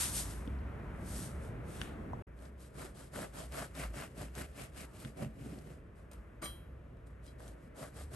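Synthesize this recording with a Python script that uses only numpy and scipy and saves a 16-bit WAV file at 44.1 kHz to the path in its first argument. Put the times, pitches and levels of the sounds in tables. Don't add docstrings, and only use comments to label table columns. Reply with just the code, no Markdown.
import sys
import numpy as np
from scipy import signal
from scipy.fft import rfft, irfft, next_fast_len
from scipy.io import wavfile
from scipy.ndimage import uniform_filter1d

SR = 44100
rng = np.random.default_rng(int(sys.argv[2]) if len(sys.argv) > 2 else 0)


def put_to_file(sound):
    columns = np.atleast_2d(sound).T
    safe = np.clip(columns, -1, 1)
    whole_steps = np.round(safe * 32767)
    wavfile.write(sys.argv[1], SR, whole_steps.astype(np.int16))


N = 359415
FFT_LENGTH = next_fast_len(N)
HZ = np.arange(FFT_LENGTH // 2 + 1) * SR / FFT_LENGTH
TIME_S = np.arange(N) / SR
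SILENCE_S = 2.2225, 2.2685
BURST_SAMPLES = 600
BOARD_LOW_HZ = 93


def knife():
    # start t/s, length/s, share of length before the fastest point (0-1), hiss gain/dB,
    # gains re hiss/dB of loaf body, loaf rasp and board
    strokes = [(2.289, 0.25, 0.6, -70.5, 9, 10.5, 15), (2.558, 0.2, 0.39, -66.5, -12, 0, -2),
               (2.702, 0.24, 0.49, -57.5, 4.5, 9.5, 9.5), (2.935, 0.24, 0.25, -62.5, 2, 4, 7),
               (3.103, 0.25, 0.35, -54, 7.5, 5.5, 7.5), (3.311, 0.23, 0.37, -55.5, 3, 6, 7),
               (3.492, 0.25, 0.37, -52.5, 5, 7.5, 4.5), (3.708, 0.22, 0.46, -54.5, 3.5, 10.5, 6.5),
               (3.918, 0.23, 0.3, -55.5, 6, 7.5, 8.5), (4.118, 0.21, 0.47, -58, 9, 5.5, 9),
               (4.315, 0.2, 0.42, -55.5, 4.5, 4.5, 6), (4.46, 0.26, 0.61, -58.5, 5, 5.5, 6),
               (4.691, 0.21, 0.55, -57, 1.5, 4, 5.5), (4.829, 0.34, 0.59, -62, 0, 1.5, 6.5),
               (5.12, 0.19, 0.52, -62.5, 14.5, 7.5, 18), (5.282, 0.49, 0.42, -67.5, 9.5, 6, 19.5),
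               (5.503, 0.33, 0.62, -73, 11.5, 7.5, 17), (5.942, 0.18, 0.22, -78.5, -2.5, 6, -3),
               (7.213, 0.18, 0.31, -70.5, 3, -4, -1), (7.367, 0.25, 0.3, -66, 10.5, 5.5, 8),
               (7.52, 0.2, 0.64, -78.5, -2, 6, 18.5), (7.728, 0.22, 0.42, -58.5, 9, 8, 6.5),
               (7.918, 0.21, 0.37, -60, -2, 3, 4.5), (8.077, 0.2, 0.48, -56, 4, 7, 11)]
    # start t/s, contact/s, hiss gain/dB,
    # gains re hiss/dB of loaf body, loaf rasp and board
    scrapes = [(6.108, 0.018, -71.5, 9.9, 9.4, 1), (6.414, 0.027, -58.5, 3.8, 9.3, 5.5),
               (7.058, .012, -78.5, 6, 2, 8)]
    # f/Hz, relative level/dB
    crumb_colour = [(1800, -14), (2800, -3), (4500, -4), (6300, -6), (7500, -1.5), (9000, 0.5),
                    (10500, -0.5), (11500, 3.5), (12100, -39), (12800, -24)]
    # f/Hz, width/Hz (t60 is 2.9 / width), drive gain/dB
    board_modes = [(137, 58, 1.5), (156, 69, 3.5), (210.5, 48, -2.5), (273, 27, -3), (358, 63, -2)]
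    moves = strokes + scrapes
    shapes = [sweep(*row[:3]) for row in strokes] + [scrape(*row[:2]) for row in scrapes]
    gains = movement_gains(shapes, [row[-4] for row in moves], [row[-3:] for row in moves])
    hiss_gain, body_gain, rasp_gain, board_gain = gains

    catch = undb(1.27 * walk(90))
    tearing = grains(12000, spread_db=1.13)
    crumb = undb(2.5) * unit(shape(tearing, undb(on_hz(crumb_colour))))

    shove = grains(900, spread_db=0.73)
    board = unit(sum(undb(db) * ring(shove, hz, 2.9 / width) for hz, width, db in board_modes))
    cushion = 1 / (1 + (HZ / 460) ** 6)
    radiation = 1 / (1 + (BOARD_LOW_HZ / (HZ + 1)) ** 4)
    board = unit(shape(board, cushion * radiation))

    impulse = 1. * (np.arange(4000) == 0)
    held_response = blade(impulse, 0.13)
    held = unit(signal.oaconvolve(grains(5000, spread_db=1.3), held_response)[:N])
    hiss = crumb + undb(-8) * held
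    return catch * (hiss_gain * hiss + crunch(body_gain, rasp_gain) + board_gain * board)


def crunch(body_gain, rasp_gain):
    # f/Hz, relative level/dB
    loaf_colour = [(250, -22.5), (400, 1.5), (620, 6.5), (900, -4), (1340, -1.5), (1600, -3.5), (1800, -5),
                   (2300, -7.5), (2860, -11), (3600, -24.5)]
    # t/s, gain/dB
    rasp_course = [(2.7, -8.5), (3.5, -1), (4.7, 7.5), (5.3, 6), (7.3, -7.5)]
    body_top_hz, rasp_hz = 836, 2050
    loaf = unit(shape(grains(4000, spread_db=2.0), undb(on_hz(loaf_colour))))
    body = shape(loaf, 1 / (1 + (HZ / body_top_hz) ** 6))
    upper = shape(loaf, 1 - 1 / (1 + (HZ / rasp_hz) ** 6))
    middle = loaf - body - upper
    upper_gain = rasp_gain * undb(over_time(rasp_course))
    parts = body * body_gain, middle * rasp_gain, upper * upper_gain
    return sum(part * undb(2.0 * walk(30)) for part in parts)


def blade(force, share):
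    # f/Hz, drive gain/dB, undamped t60/s
    modes = [(620, -7, .14), (1165, -1.5, .18), (1925, -7, .1), (2270, -2, .08), (3046, -19, .4),
             (3235, -5, .36), (3924, -14, .44), (4059, -6, .25), (4931, -3, .22), (5864, -15, .22),
             (6010, -10, .12), (6990, -9, .14), (7499, -11, .12), (8513, -13, .23), (8802, 1, .27),
             (9385, -10, .16), (10430, -4, .09), (11069, -11, .5), (11770, -5, .13), (12284, -13, .42)]
    return sum(undb(db) * ring(force, hz, share * t60) for hz, db, t60 in modes)


def blade_ticks():
    # t/s, click peak/dB, centre f/Hz
    cracks = [(2.39, -59, 3000), (2.454, -50, 4500), (2.795, -42, 2500), (3.133, -60, 2900),
              (3.141, -59, 3000), (3.522, -39, 7040), (3.752, -43.5, 6000), (3.777, -51, 6000),
              (3.836, -32, 1700), (3.936, -55, 7000), (4.026, -34.5, 1720), (4.352, -39, 7000),
              (5.049, -38, 2600), (5.21, -44, 1800), (5.588, -45, 7000), (7.131, -60, 1470),
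              (7.404, -47, 1170), (7.479, -44, 9000), (8.134, -53, 3000)]
    # t/s, click peak/dB, centre f/Hz,
    # blade drive re click peak/dB, share of ring time (0-1)
    taps = [(6.115, -47, 9850, -14, .1), (6.133, -51, 10500, -13, .2), (6.562, -62, 9000, -14, .4),
            (6.97, -65, 6000, -17, .16), (7.07, -60, 8500, -14, .25), (7.265, -51, 8500, -18, .2),
            (6.423, -46, 9500, -10, .98), (6.428, -39, 1500, 1, .8), (6.434, -46, 5400, -6, .9),
            (6.44, -48, 8800, -1, 1), (6.445, -47, 11400, -5, .9), (6.457, -43, 3500, 1, 1),
            (7.277, -63, 4700, 4, .5)]
    tail = 30000
    out, t = np.zeros(N + tail), np.arange(tail) / SR
    rows = [(*row, -27, 0.39) for row in cracks] + list(taps)
    noises = rng.standard_normal((len(rows), BURST_SAMPLES))
    for (start, db, hz, ring_db, share), noise in zip(rows, noises):
        burst = noise * np.exp(-t[:BURST_SAMPLES] / 0.0015)
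        click = 0.11 * burst + 0.76 * ring(burst, hz, 3.3 / hz)
        jolt = ring(ring(1. * (t == 0), hz, 2.6 / hz), hz, 2.6 / hz)
        jolt = jolt[:int(tail * min(share, 1))] * (hz / 11000) ** 2
        i = int(start * SR)
        out[i:i + BURST_SAMPLES] += undb(db) * click / np.abs(click).max()
        out[i:i + len(jolt)] += undb(db + ring_db) * blade(jolt, share)
    return out[:N]


def knocks():
    # t/s, drive gain/dB, lower mode f/Hz, its t60/s
    blows = [(.475, -24.5, 293, 0.038), (5.046, -34.5, 137, 0.23), (5.056, -33, 313, 0.035),
             (5.201, -31.5, 171, 0.12), (5.22, -24, 132.6, 0.12), (5.26, -26.5, 137.3, 0.082),
             (5.41, -38, 144, 0.18), (5.459, -32.5, 273, 0.1), (3.268, -44, 620, .05),
             (5.52, -41, 298, 0.077), (6.421, -40, 334, 0.28), (7.479, -45, 131, 0.12)]
    out, force = np.zeros(N), np.zeros(12000)
    force[:120] = np.hanning(120) / 50
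    for start, db, hz, t60 in blows:
        i = int(start * SR)
        low, high = ring(force, hz, t60), ring(force, 1.6 * hz, 2.1 * t60)
        out[i:i + 12000] += undb(db) * (0.62 * low + 0.25 * high)
    return signal.sosfilt(signal.butter(2, BOARD_LOW_HZ, "high", fs=SR, output="sos"), out)


def counter_ticks():
    # t/s, peak level/dB, centre f/Hz
    contacts = [(.310, -38, 8000), (.476, -47, 3600), (.589, -60, 4300), (.975, -55, 9500),
                (2.133, -32, 960), (2.133, -58, 5500), (1.8152, -30, 1680), (1.8152, -29, 2850),
                (1.8152, -33, 3700), (1.8152, -37, 7000), (1.8152, -36, 9500)]
    out, t = np.zeros(N), np.arange(BURST_SAMPLES) / SR
    noises = rng.standard_normal((len(contacts), BURST_SAMPLES))
    for (start, db, hz), noise in zip(contacts, noises):
        contact = noise * np.exp(-t / 0.0005)
        tick = ring(ring(contact, hz, 6.5 / hz), hz, 3.0 / hz)
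        out[int(start * SR):][:BURST_SAMPLES] += undb(db) * tick / np.abs(tick).max()
    return out


def rustle():
    # start t/s, length/s, share of length before the fastest point (0-1),
    # hiss gain/dB, dull gain re hiss/dB
    slides = [(-.03, 0.22, 0.26, -39.5, -14), (0.059, 0.24, 0.5, -43, -23), (0.228, 0.31, 0.21, -59, -9),
              (.88, .4, 0.4, -75, -14), (0.979, 0.43, 0.48, -53.5, -18), (1.342, 0.21, 0.54, -68.5, -6),
              (1.565, 0.38, 0.53, -63.5, -3.5), (1.779, 0.25, 0.27, -73, 14.5)]
    # f/Hz, relative level/dB
    cloth_colour = [(2500, -13), (4000, -8.5), (6000, -6), (7500, -4.5), (9000, 1.5), (10500, -1),
                    (11500, 1), (12100, -23), (12800, -6)]
    shapes = [sweep(*row[:3]) for row in slides]
    hiss_gain, dull_gain = movement_gains(shapes, [row[3] for row in slides], [row[4:] for row in slides])
    fibres = grains(15000, spread_db=0.8) * undb(walk(40))
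    hiss = undb(6.0) * unit(shape(fibres, undb(on_hz(cloth_colour))))
    rub_colour = [(700, -17.5), (1400, 3.5), (3500, -1.0), (5000, -21)]  # f/Hz, relative level/dB
    rub = unit(shape(fibres, undb(on_hz(rub_colour))))
    before = TIME_S < SILENCE_S[0]
    return before * (hiss_gain * hiss + dull_gain * rub)


def drone():
    # t/s, mean rms level/dB
    hum_level = [(0.0, -49), (0.45, -47), (0.5, -37), (0.91, -56), (1.18, -45), (1.23, -62), (1.38, -43),
                 (1.52, -70), (1.59, -46), (1.7, -78), (1.77, -50), (2.59, -56.5), (3.81, -53.5),
                 (3.86, -44.5), (4.06, -64), (4.29, -46), (4.61, -60), (5.15, -61), (5.29, -66),
                 (5.49, -57), (6.06, -61.5), (6.11, -70), (6.2, -50), (6.42, -61), (6.51, -45),
                 (6.56, -58.5), (7.69, -51.5), (7.81, -69), (8.01, -47.5), (8.15, -53)]
    hz = 61.35 + 4.92 * walk(7)
    level_db = over_time(hum_level) + 2.5 * walk(9)
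    return np.sqrt(2) * undb(level_db) * np.sin(2 * np.pi * np.cumsum(hz) / SR)


def air():
    # f/Hz, mean level in 1 Hz/dB
    near_spectrum = [(28, -94), (45, -66.5), (90, -66), (130, -68), (200, -72), (300, -77), (450, -82),
                     (620, -83.5), (800, -88.5), (1400, -89), (2000, -93.5), (2600, -100), (3500, -110),
                     (4800, -119), (8000, -120), (10500, -114), (11800, -116), (12900, -135)]
    # f/Hz, mean level in 1 Hz/dB
    far_spectrum = [(28, -105), (45, -71.5), (90, -77.5), (130, -78.5), (200, -84.5), (300, -87.5),
                    (450, -88.5), (640, -92), (780, -102), (1200, -99), (1800, -101), (2500, -108),
                    (3400, -118), (4500, -127), (8000, -128), (10500, -122), (11800, -124), (12900, -142)]
    out, before = 0, np.arange(N) < SILENCE_S[0] * SR
    for spectrum, here in (near_spectrum, before), (far_spectrum, ~before):
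        density = undb(on_hz(spectrum)) * np.sqrt(SR / 2)
        for centre in 30 * 2. ** np.arange(9):
            upper_edge = 1 if centre < 7000 else 0
            octaves_off = np.clip(np.log2((HZ + 1) / centre), -1, upper_edge)
            weight = np.abs(np.cos(octaves_off * np.pi / 2))
            band = shape(rng.standard_normal(N), weight * density)
            out = out + here * band * undb(1.2 * walk(2.966))
    return out


def sweep(start, length, early):
    speed_power, easing = 3.81, .5
    done = np.clip((TIME_S - start) / length, 0, 1)
    warp = np.log(.5) / np.log(np.clip(early, .1, .9))
    loud = np.abs(np.sin(np.pi * done ** warp)) ** speed_power
    return loud * (1 + easing) / (1 + easing * loud)


def scrape(start, contact):
    attack_s, t60_s = 0.0064, .26
    t = TIME_S - start
    fade_db = -60 * np.clip(t - attack_s - contact, 0, None) / t60_s
    return np.clip(t / attack_s, 0, 1) ** 2 * undb(fade_db)


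def linger(gain):
    tail_db, t60_s = -12.5, 0.7
    r = np.exp(-2 * np.log(1000) / (t60_s * SR))
    tail_power = signal.lfilter([1 - r], [1, -r], gain ** 2)
    return np.sqrt(gain ** 2 + undb(tail_db) ** 2 * tail_power)


def movement_gains(shapes, hiss_db, parts_re_hiss_db):
    hiss_db = np.array(hiss_db)[:, None]
    all_db = np.hstack([hiss_db, hiss_db + np.array(parts_re_hiss_db)])
    return [linger(gain) for gain in undb(all_db).T @ np.array(shapes)]


def grains(rate, spread_db):
    hit = rng.random(N) < rate / SR
    return unit(hit * rng.standard_normal(N) * undb(spread_db * rng.exponential(1, N)))


def walk(rate):
    hold = int(SR / rate)
    levels = rng.standard_normal(N // 100)
    return unit(uniform_filter1d(levels[np.arange(N) // hold], hold))


def ring(x, hz, t60):
    r, w = np.exp(-np.log(1000) / (t60 * SR)), 2 * np.pi * hz / SR
    return signal.lfilter([np.sin(w)], [1, -2 * r * np.cos(w), r * r], x)


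def shape(x, gain):
    return irfft(rfft(x, FFT_LENGTH) * gain, FFT_LENGTH)[..., :N]


def on_hz(table):
    hz, value = np.transpose(table)
    return np.interp(np.log(HZ + 1), np.log(hz), value)


def over_time(table):
    t, value = np.transpose(table)
    return np.interp(TIME_S, t, value)


def undb(db):
    return 10 ** (np.asarray(db) / 20)


def unit(x):
    return x / np.sqrt(np.mean(x ** 2))


def scene():
    # f/Hz, side gain/dB
    side_colour = [(60, -20), (130, -15.5), (270, -11.5), (600, -2), (1300, -4.5), (2700, -7), (6000, -5),
                   (8000, -6.5), (8700, -16), (9400, -3.5), (10200, -33.5), (11000, -10), (13000, -18.5)]
    # f/Hz, left minus right gain/dB
    balance = [(60, 0), (150, -0.8), (300, 0), (600, 0), (2000, 2), (5000, 4), (7500, 2.5), (8700, 0)]
    blows = counter_ticks() + blade_ticks() + knocks()
    early = np.arange(900)
    echoes = rng.standard_normal(len(early)) * np.exp(-early / (0.007 * SR))
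    echoes = unit(echoes) / np.sqrt(len(early))
    mid = rustle() + knife() + air() + drone() + blows
    side = rustle() + knife() + air() + signal.oaconvolve(blows, echoes)[:N]
    side = shape(side, undb(on_hz(side_colour)))
    lean = undb(on_hz(balance) / 2)
    return shape(np.array([mid + side, mid - side]), np.array([lean, 1 / lean]))


def record(dry):
    # f/Hz, phase/rad
    phase_lead = [(300, 0), (2500, 0.95), (4500, 0.66), (7700, 0.28), (8600, 0), (10200, -3.5),
                  (11800, -5.5), (12500, -6)]
    turn = np.exp(.5j * on_hz(phase_lead))
    wet = shape(dry, np.array([turn, 1 / turn]))
    fade_out = (SILENCE_S[0] - TIME_S) * 4000
    fade_in = (TIME_S - SILENCE_S[1]) * 300
    wet = wet * np.clip(np.maximum(fade_out, fade_in), 0, 1)
    top_cut = signal.ellip(10, .2, 70, 12700, fs=SR, output="sos")
    return signal.sosfilt(top_cut, wet)


dry = scene()
out = record(dry)
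put_to_file(out)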